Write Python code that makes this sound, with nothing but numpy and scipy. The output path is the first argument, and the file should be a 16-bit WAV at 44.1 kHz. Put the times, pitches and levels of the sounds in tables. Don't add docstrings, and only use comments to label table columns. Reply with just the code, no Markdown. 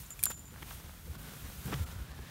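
import sys
import numpy as np
from scipy import signal
from scipy.fft import rfft, irfft
from scipy.io import wavfile
from scipy.ndimage import uniform_filter1d

SR = 44100
rng = np.random.default_rng(int(sys.argv[2]) if len(sys.argv) > 2 else 0)


def generate_wav(signal):
    frames = np.transpose(np.atleast_2d(signal))
    scaled = np.clip(frames, -1, 1) * 32767
    pcm = np.round(scaled).astype(np.int16)
    wavfile.write(sys.argv[1], SR, pcm)


N = 101429
TIME = np.arange(N) / SR


def from_db(db):
    return 10 ** (np.asarray(db) / 20)


def rms_one(x):
    return x / np.sqrt(np.mean(x ** 2) + 1e-20)


def in_time(rows):
    s, *columns = np.transpose(rows)
    return [np.interp(TIME, s, c) for c in columns]


def coloured(x, colour):
    hz, db = np.transpose(colour)
    log_f = np.log(np.maximum(np.arange(N // 2 + 1) * SR / N, 1))
    below = np.maximum(np.log(hz[0]) - log_f, 0)
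    above = np.maximum(log_f - np.log(hz[-1]), 0)
    gain_db = np.interp(log_f, np.log(hz), db) - 20 * (below + above)
    return rms_one(irfft(rfft(x) * from_db(gain_db), N))


def noise(colour):
    return coloured(rng.standard_normal(N), colour)


def drift(corner_hz):
    f = np.arange(N // 2 + 1) * SR / N
    spectrum = rfft(rng.standard_normal(N)) / (1 + (f / corner_hz) ** 2)
    return rms_one(irfft(spectrum, N))


def grains(per_s, spread_db):
    size_db = spread_db * np.minimum(rng.exponential(1, N), 4)
    sizes = from_db(size_db) * rng.choice([-1, 1], N)
    return sizes * (rng.random(N) < per_s / SR)


def evened(x, span_s):
    power = uniform_filter1d(x ** 2, max(int(span_s * SR), 2))
    return x / np.sqrt(power + 1e-3)


def band(x, order, centre_hz, width_octaves):
    edges_hz = centre_hz * 2 ** (width_octaves * np.array([-.5, .5]))
    edges_hz = np.minimum(edges_hz, [SR / np.pi, SR / 2 - 1])
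    return signal.sosfilt(signal.butter(order, edges_hz, "band", fs=SR, output="sos"), x + 1e-18)


def modes(table, age):
    return sum(from_db(db - 60 * age / t60) * np.sin(2 * np.pi * hz * age) for hz, db, t60 in table)


# (time [s], level before trim and low-pass [dB])
WIND_GUSTS = [(0.0, -45), (0.02, -51.5), (0.13, -64), (0.15, -52), (0.46, -55.5), (0.79, -49), (0.81, -76),
              (0.84, -48.5), (1.01, -56), (1.11, -39.5), (1.14, -61), (1.17, -47), (1.38, -62.5),
              (1.43, -42.5), (1.55, -57), (1.59, -44), (1.61, -61), (1.67, -45), (1.73, -49.5), (1.81, -32),
              (1.87, -50), (2.02, -40), (2.07, -76), (2.1, -43), (2.15, -55), (2.2, -42), (2.3, -74)]
# (frequency [Hz], relative level [dB])
WIND_COLOUR = [(22, -30), (36, -5), (48, -5.5), (72, -2), (100, -12), (140, -14.5), (250, -84)]
WIND_TRIM_DB, WIND_TOP_HZ = 1.5, 147


def wind():
    gust_db, = in_time(WIND_GUSTS)
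    lumps = from_db(gust_db + WIND_TRIM_DB) * evened(noise(WIND_COLOUR), span_s=0.046)
    return signal.sosfilt(signal.butter(3, WIND_TOP_HZ, fs=SR, output="sos"), lumps)


# (frequency [Hz], relative level [dB])
SHIVER_COLOUR = [(6950, -30), (7150, 0), (7250, -12), (7350, 11), (7600, -30)]
SHIVER_PEAK_S, SHIVER_PEAK_DB, SHIVER_RISE_DB_PER_S, SHIVER_FALL_DB_PER_S = 1.85, -66, 55, 90


def shiver():
    rise_db = SHIVER_RISE_DB_PER_S * (SHIVER_PEAK_S - TIME)
    fall_db = SHIVER_FALL_DB_PER_S * (TIME - SHIVER_PEAK_S)
    level_db = SHIVER_PEAK_DB - np.maximum(rise_db, fall_db)
    return from_db(level_db) * evened(noise(SHIVER_COLOUR), span_s=0.041)


# (time [s], level before mode levels [dB], pitch struck hardest [Hz])
POLE_KNOCKS = [(.1925, -40.5, 2400), (0.2296, -39, 1750), (0.2377, -40.5, 3330)]
# (frequency [Hz], relative level [dB], t60 [s])
POLE_MODES = [(1370, -18, 0.034), (1750, -10, 0.025), (2400, 1, 0.02), (3330, -9, 0.055), (3490, -15, 0.06),
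              (4370, -6, .016), (5980, -8, .02)]
KNOCK_FALL_DB_PER_OCTAVE = 4


def poles():
    out = np.zeros(N)
    for s, knock_db, struck_hz in POLE_KNOCKS:
        struck = []
        for hz, db, t60 in POLE_MODES:
            loss_db = KNOCK_FALL_DB_PER_OCTAVE * abs(np.log2(hz / struck_hz))
            struck.append((hz, db - loss_db, t60))
        out += from_db(knock_db) * modes(struck, np.maximum(TIME - s, 0))
    return out


# (time [s], snap impulse before band-pass [dB], rattle level [dB], rattle t60 [s],
# ring level before mode levels [dB], time until the ring is damped [s])
GEAR_TAPS = [(0.062, -42, -56, .03, -56, .008), (0.105, -27, -41, 0.021, -43, 0.032),
             (0.1178, -25, -55, 0.013, -46, 0.0087), (0.1917, -34, -45, 0.12, -54.5, 0.044),
             (0.2294, -7, -42, 0.06, -69, 0.015), (.2370, 8.5, -19, 0.026, -45, 0.017),
             (0.2558, 2, -22.5, 0.017, -33, 0.36), (0.3933, -28, -61, 0.027, -52, 0.0088),
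             (0.455, -66, -70, .02, -55, 0.087)]
# (frequency [Hz], relative level [dB])
RATTLE_COLOUR = [(500, -27), (2000, -15.5), (4000, -10), (5200, -10.5), (6500, -11), (8200, -4.5),
                 (11200, -1), (12400, -6), (13300, -6), (15500, -9), (17000, 0)]
# (frequency [Hz], relative level [dB], t60 [s])
MAIN_RING = [(7098, -3, .42), (7164, -6, .32), (7213, 0, .17), (7375, -6, .12)]
# (frequency [Hz], relative level [dB], t60 [s])
OVERTONES = [(8200, -13, 0.096), (9330, -14, .06), (10000, -22, 0.056), (11170, -21, .05),
             (13500, -16, 0.069)]
SNAP_HZ, SNAP_OCTAVES = 10870, 0.71
TAIL_RE_RATTLE_DB, TAIL_T60_S = -30, 0.45
RING_ATTACK_S, DAMPING_TIME_CONSTANT_S = 0.00069, 0.0023


def gear():
    snaps, out, rattle = np.zeros(N), np.zeros(N), noise(RATTLE_COLOUR)
    for s, snap_db, rattle_db, rattle_t60, ring_db, free_s in GEAR_TAPS:
        age = np.maximum(TIME - s, 0)
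        snaps[int(s * SR)] = from_db(snap_db)
        tail = from_db(TAIL_RE_RATTLE_DB - 60 * age / TAIL_T60_S)
        dying = from_db(-60 * age / rattle_t60) + tail
        out += (age > 0) * from_db(rattle_db) * dying * rattle
        attack = np.minimum(age / RING_ATTACK_S, 1)
        damping = np.exp(-np.maximum(age - free_s, 0) / DAMPING_TIME_CONSTANT_S)
        out += from_db(ring_db) * attack * damping * modes(MAIN_RING + OVERTONES, age)
    return out + band(snaps, 3, SNAP_HZ, SNAP_OCTAVES)


# (time [s], level before attack [dB], pitch [Hz], t60 [s])
THUMPS = [(1.652, -28, 155, .06), (1.678, -36, 211, .045), (1.726, -26.5, 292, 0.04),
          (1.7431, -26.5, 133, .06)]
THUMP_ATTACK_S = 0.0035


def thumps():
    out = np.zeros(N)
    for s, db, hz, t60 in THUMPS:
        age = np.maximum(TIME - s, 0)
        out += np.minimum(age / THUMP_ATTACK_S, 1) * modes([(hz, db, t60)], age)
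    return out


# (time [s], peak level [dB], centre [Hz], crumbling t60 [s])
CRACKS = [(0.2654, -32.5, 1140, 0.039), (.3022, -35.5, 540, .035), (0.3067, -32.5, 1140, 0.033),
          (0.3113, -38.5, 1340, 0.037), (0.319, -35, 2600, .04), (.486, -49, 1190, .015),
          (.541, -47, 1050, .012), (0.551, -50, 1400, 0.01), (0.5606, -39, 990, 0.014),
          (.584, -44.5, 1300, 0.033), (.7075, -35, 2470, 0.0092), (0.7103, -37, 1100, 0.056),
          (0.895, -43, 930, 0.01), (1.684, -41.5, 646, .05), (1.717, -36, 5280, .015),
          (1.726, -30, 656, .03), (1.7324, -27.5, 1390, .015), (1.7412, -32, 3300, 0.028),
          (2.19, -44.5, 550, 0.054)]
CRACK_OCTAVES, CRUMBLE_RE_CLICK_DB = 1.34, -21


def cracks():
    out, white = np.zeros(N), rng.standard_normal(N)
    for s, peak_db, hz, t60 in CRACKS:
        age = np.maximum(TIME - s, 0)
        burst = (TIME > s) * from_db(CRUMBLE_RE_CLICK_DB - 60 * age / t60) * white
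        burst[int(s * SR)] = 1
        crack = band(burst, 2, hz, CRACK_OCTAVES)
        out += from_db(peak_db) * crack / np.abs(crack).max()
    return out


# (frequency [Hz], relative level [dB])
SPRAY_COLOUR = [(2500, -4), (5000, -4.5), (6400, -0.5), (7800, -1.5), (9200, 1.5), (10600, -1.5),
                (11800, 3), (14000, 1.5), (15600, 1)]


def spray_hiss():
    return noise(SPRAY_COLOUR)


# (time [s], length [s], grit level [dB], spray level [dB], thud level [dB])
CRUNCHES = [(0.103, 0.005, -49.5, -72, -67), (0.2636, 0.0043, -48.5, -60, -70),
            (0.2995, 0.015, -48, -42, -70), (0.519, 0.032, -69, -76, -54), (0.619, 0.011, -48.5, -58, -63),
            (1.063, 0.025, -75, -74, -54), (1.315, 0.0064, -74, -72, -57), (1.442, 0.027, -59, -75, -61),
            (1.654, 0.022, -56, -50.5, -49), (1.679, 0.038, -54, -61, -46), (1.718, 0.023, -41, -61, -44),
            (1.74, 0.0029, -45.5, -56, -47), (2.188, 0.012, -68, -72, -50.5)]
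# (frequency [Hz], relative level [dB])
CRUNCH_COLOUR = [(120, -28), (330, 1.5), (750, -7.5), (1200, 3), (1700, 0), (2500, -7), (3300, -4),
                 (4400, -18), (5800, -12.5), (7000, -23), (15000, -23)]
# (frequency [Hz], relative level [dB])
THUD_COLOUR = [(80, 2), (170, 7), (330, -4), (500, -4), (900, -49), (1800, -32)]
CRUNCH_ATTACK_S, CRUNCH_RELEASE_TIME_CONSTANT_S = 0.0015, 0.0044
CRUNCH_GRAINS_PER_S, CRUNCH_UNEVEN_DB = 5000, 2.5


def crunches():
    bursts = from_db(CRUNCH_UNEVEN_DB * drift(150))
    grit = coloured(bursts * grains(CRUNCH_GRAINS_PER_S, spread_db=3.0), CRUNCH_COLOUR)
    spray, thud, out = spray_hiss(), evened(noise(THUD_COLOUR), span_s=0.02), np.zeros(N)
    for s, length, grit_db, spray_db, thud_db in CRUNCHES:
        attack = np.clip((TIME - s) / CRUNCH_ATTACK_S, 0, 1)
        release = np.exp(-np.maximum(TIME - s - length, 0) / CRUNCH_RELEASE_TIME_CONSTANT_S)
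        mix = from_db(grit_db) * grit + from_db(spray_db) * spray + from_db(thud_db) * thud
        out += attack * release * mix
    return out


# (time [s], level [dB], centre before waver [Hz])
HOLLOW_BAND = [(0.5, -75, 1397), (1.05, -74, 1405), (1.2, -60.5, 1553), (1.55, -74, 1480),
               (1.85, -61, 1282), (2.0, -62.5, 1453), (2.15, -63, 1797), (2.3, -67, 1705)]
HOLLOW_WIDTH_HZ, HOLLOW_WAVER_OCTAVES = 68, .05


def hollow():
    level_db, centre_hz = in_time(HOLLOW_BAND)
    wavering_hz = centre_hz * 2 ** (HOLLOW_WAVER_OCTAVES * drift(6))
    phase = 2 * np.pi * np.cumsum(wavering_hz) / SR
    in_phase = drift(HOLLOW_WIDTH_HZ) * np.cos(phase)
    quadrature = drift(HOLLOW_WIDTH_HZ) * np.sin(phase)
    return from_db(level_db) * rms_one(in_phase + quadrature)


# (time [s], spray depth [dB], swish depth [dB])
DIPS = [(.36, 9, 11), (1.172, 11, 4), (1.853, 10, 12), (2.132, 11, 4)]
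DIP_SIGMA_S = .006


def dip(times_s, depths_db):
    loss_db = sum(db * np.exp(-.5 * ((TIME - s) / DIP_SIGMA_S) ** 2) for s, db in zip(times_s, depths_db))
    return from_db(-loss_db)


# (time [s], spray level before trim [dB], swish level before trim [dB])
GLIDE = [(0, -51, -61.5), (0.09, -59, -59.5), (0.48, -62, -63.5), (0.62, -59, -57), (0.72, -51.5, -53.5),
         (0.82, -58.5, -58), (1.02, -60, -60.5), (1.29, -55.5, -54), (1.58, -54.5, -55.5),
         (1.68, -53.5, -54.5), (1.82, -54, -53), (2.05, -62.5, -57.5), (2.3, -63, -56)]
# (time [s], level [dB])
PUSH = [(0, -56.5), (0.12, -60), (0.3, -53), (0.45, -58), (0.6, -52.5), (1.0, -57.5), (1.17, -51),
        (1.44, -52.5), (1.62, -52), (1.67, -44.5), (1.74, -42.5), (1.86, -51.5), (2.3, -52.5)]
# (frequency [Hz], relative level [dB])
SWISH_COLOUR = [(200, -31), (450, -1), (750, -3.5), (1050, 0), (1500, 0.5), (1950, -1), (2700, -3),
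                (3400, -2), (4800, -7.5), (9000, -13)]
# (frequency [Hz], relative level [dB])
CLUMP_COLOUR = [(150, -15), (400, 3), (800, 0.5), (1400, 1), (2500, -16), (5000, -9), (10000, -19)]
# (frequency [Hz], relative level [dB])
PUSH_COLOUR = [(60, -58), (110, -1.5), (150, 2), (210, -7.5), (300, -13.5), (450, -20.5), (900, -24)]
SPRAY_TRIM_DB, SWISH_TRIM_DB = 2, -0.73
CLUMPS_PER_S, CLUMP_RE_SWISH_DB, CLUMP_SPREAD_DB = 170, -8.5, 4.5


def skis():
    spray_db, swish_db = in_time(GLIDE)
    push_db, = in_time(PUSH)
    dip_s, spray_dips, swish_dips = np.transpose(DIPS)
    spray = from_db(spray_db + SPRAY_TRIM_DB + .5 * drift(25)) * spray_hiss()
    clumps = from_db(CLUMP_RE_SWISH_DB) * coloured(grains(CLUMPS_PER_S, CLUMP_SPREAD_DB), CLUMP_COLOUR)
    swish_gain = from_db(swish_db + SWISH_TRIM_DB + 1.22 * drift(19))
    swish = swish_gain * (noise(SWISH_COLOUR) + clumps)
    push = from_db(push_db) * evened(noise(PUSH_COLOUR), span_s=0.065)
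    return dip(dip_s, spray_dips) * spray + dip(dip_s, swish_dips) * swish + push


def scene():
    background = wind() + shiver()
    metal = poles() + gear()
    snow = thumps() + cracks() + crunches() + hollow() + skis()
    mono = background + metal + snow
    return np.array([mono, mono])


MIC_LOW_CUT_HZ, TOP_CUT_HZ = 37, 15700


def record(dry):
    thinned = signal.sosfilt(signal.butter(3, MIC_LOW_CUT_HZ, "high", fs=SR, output="sos"), dry)
    return signal.sosfilt(signal.ellip(10, .2, 70, TOP_CUT_HZ, fs=SR, output="sos"), thinned)


dry = scene()
out = record(dry)
generate_wav(out)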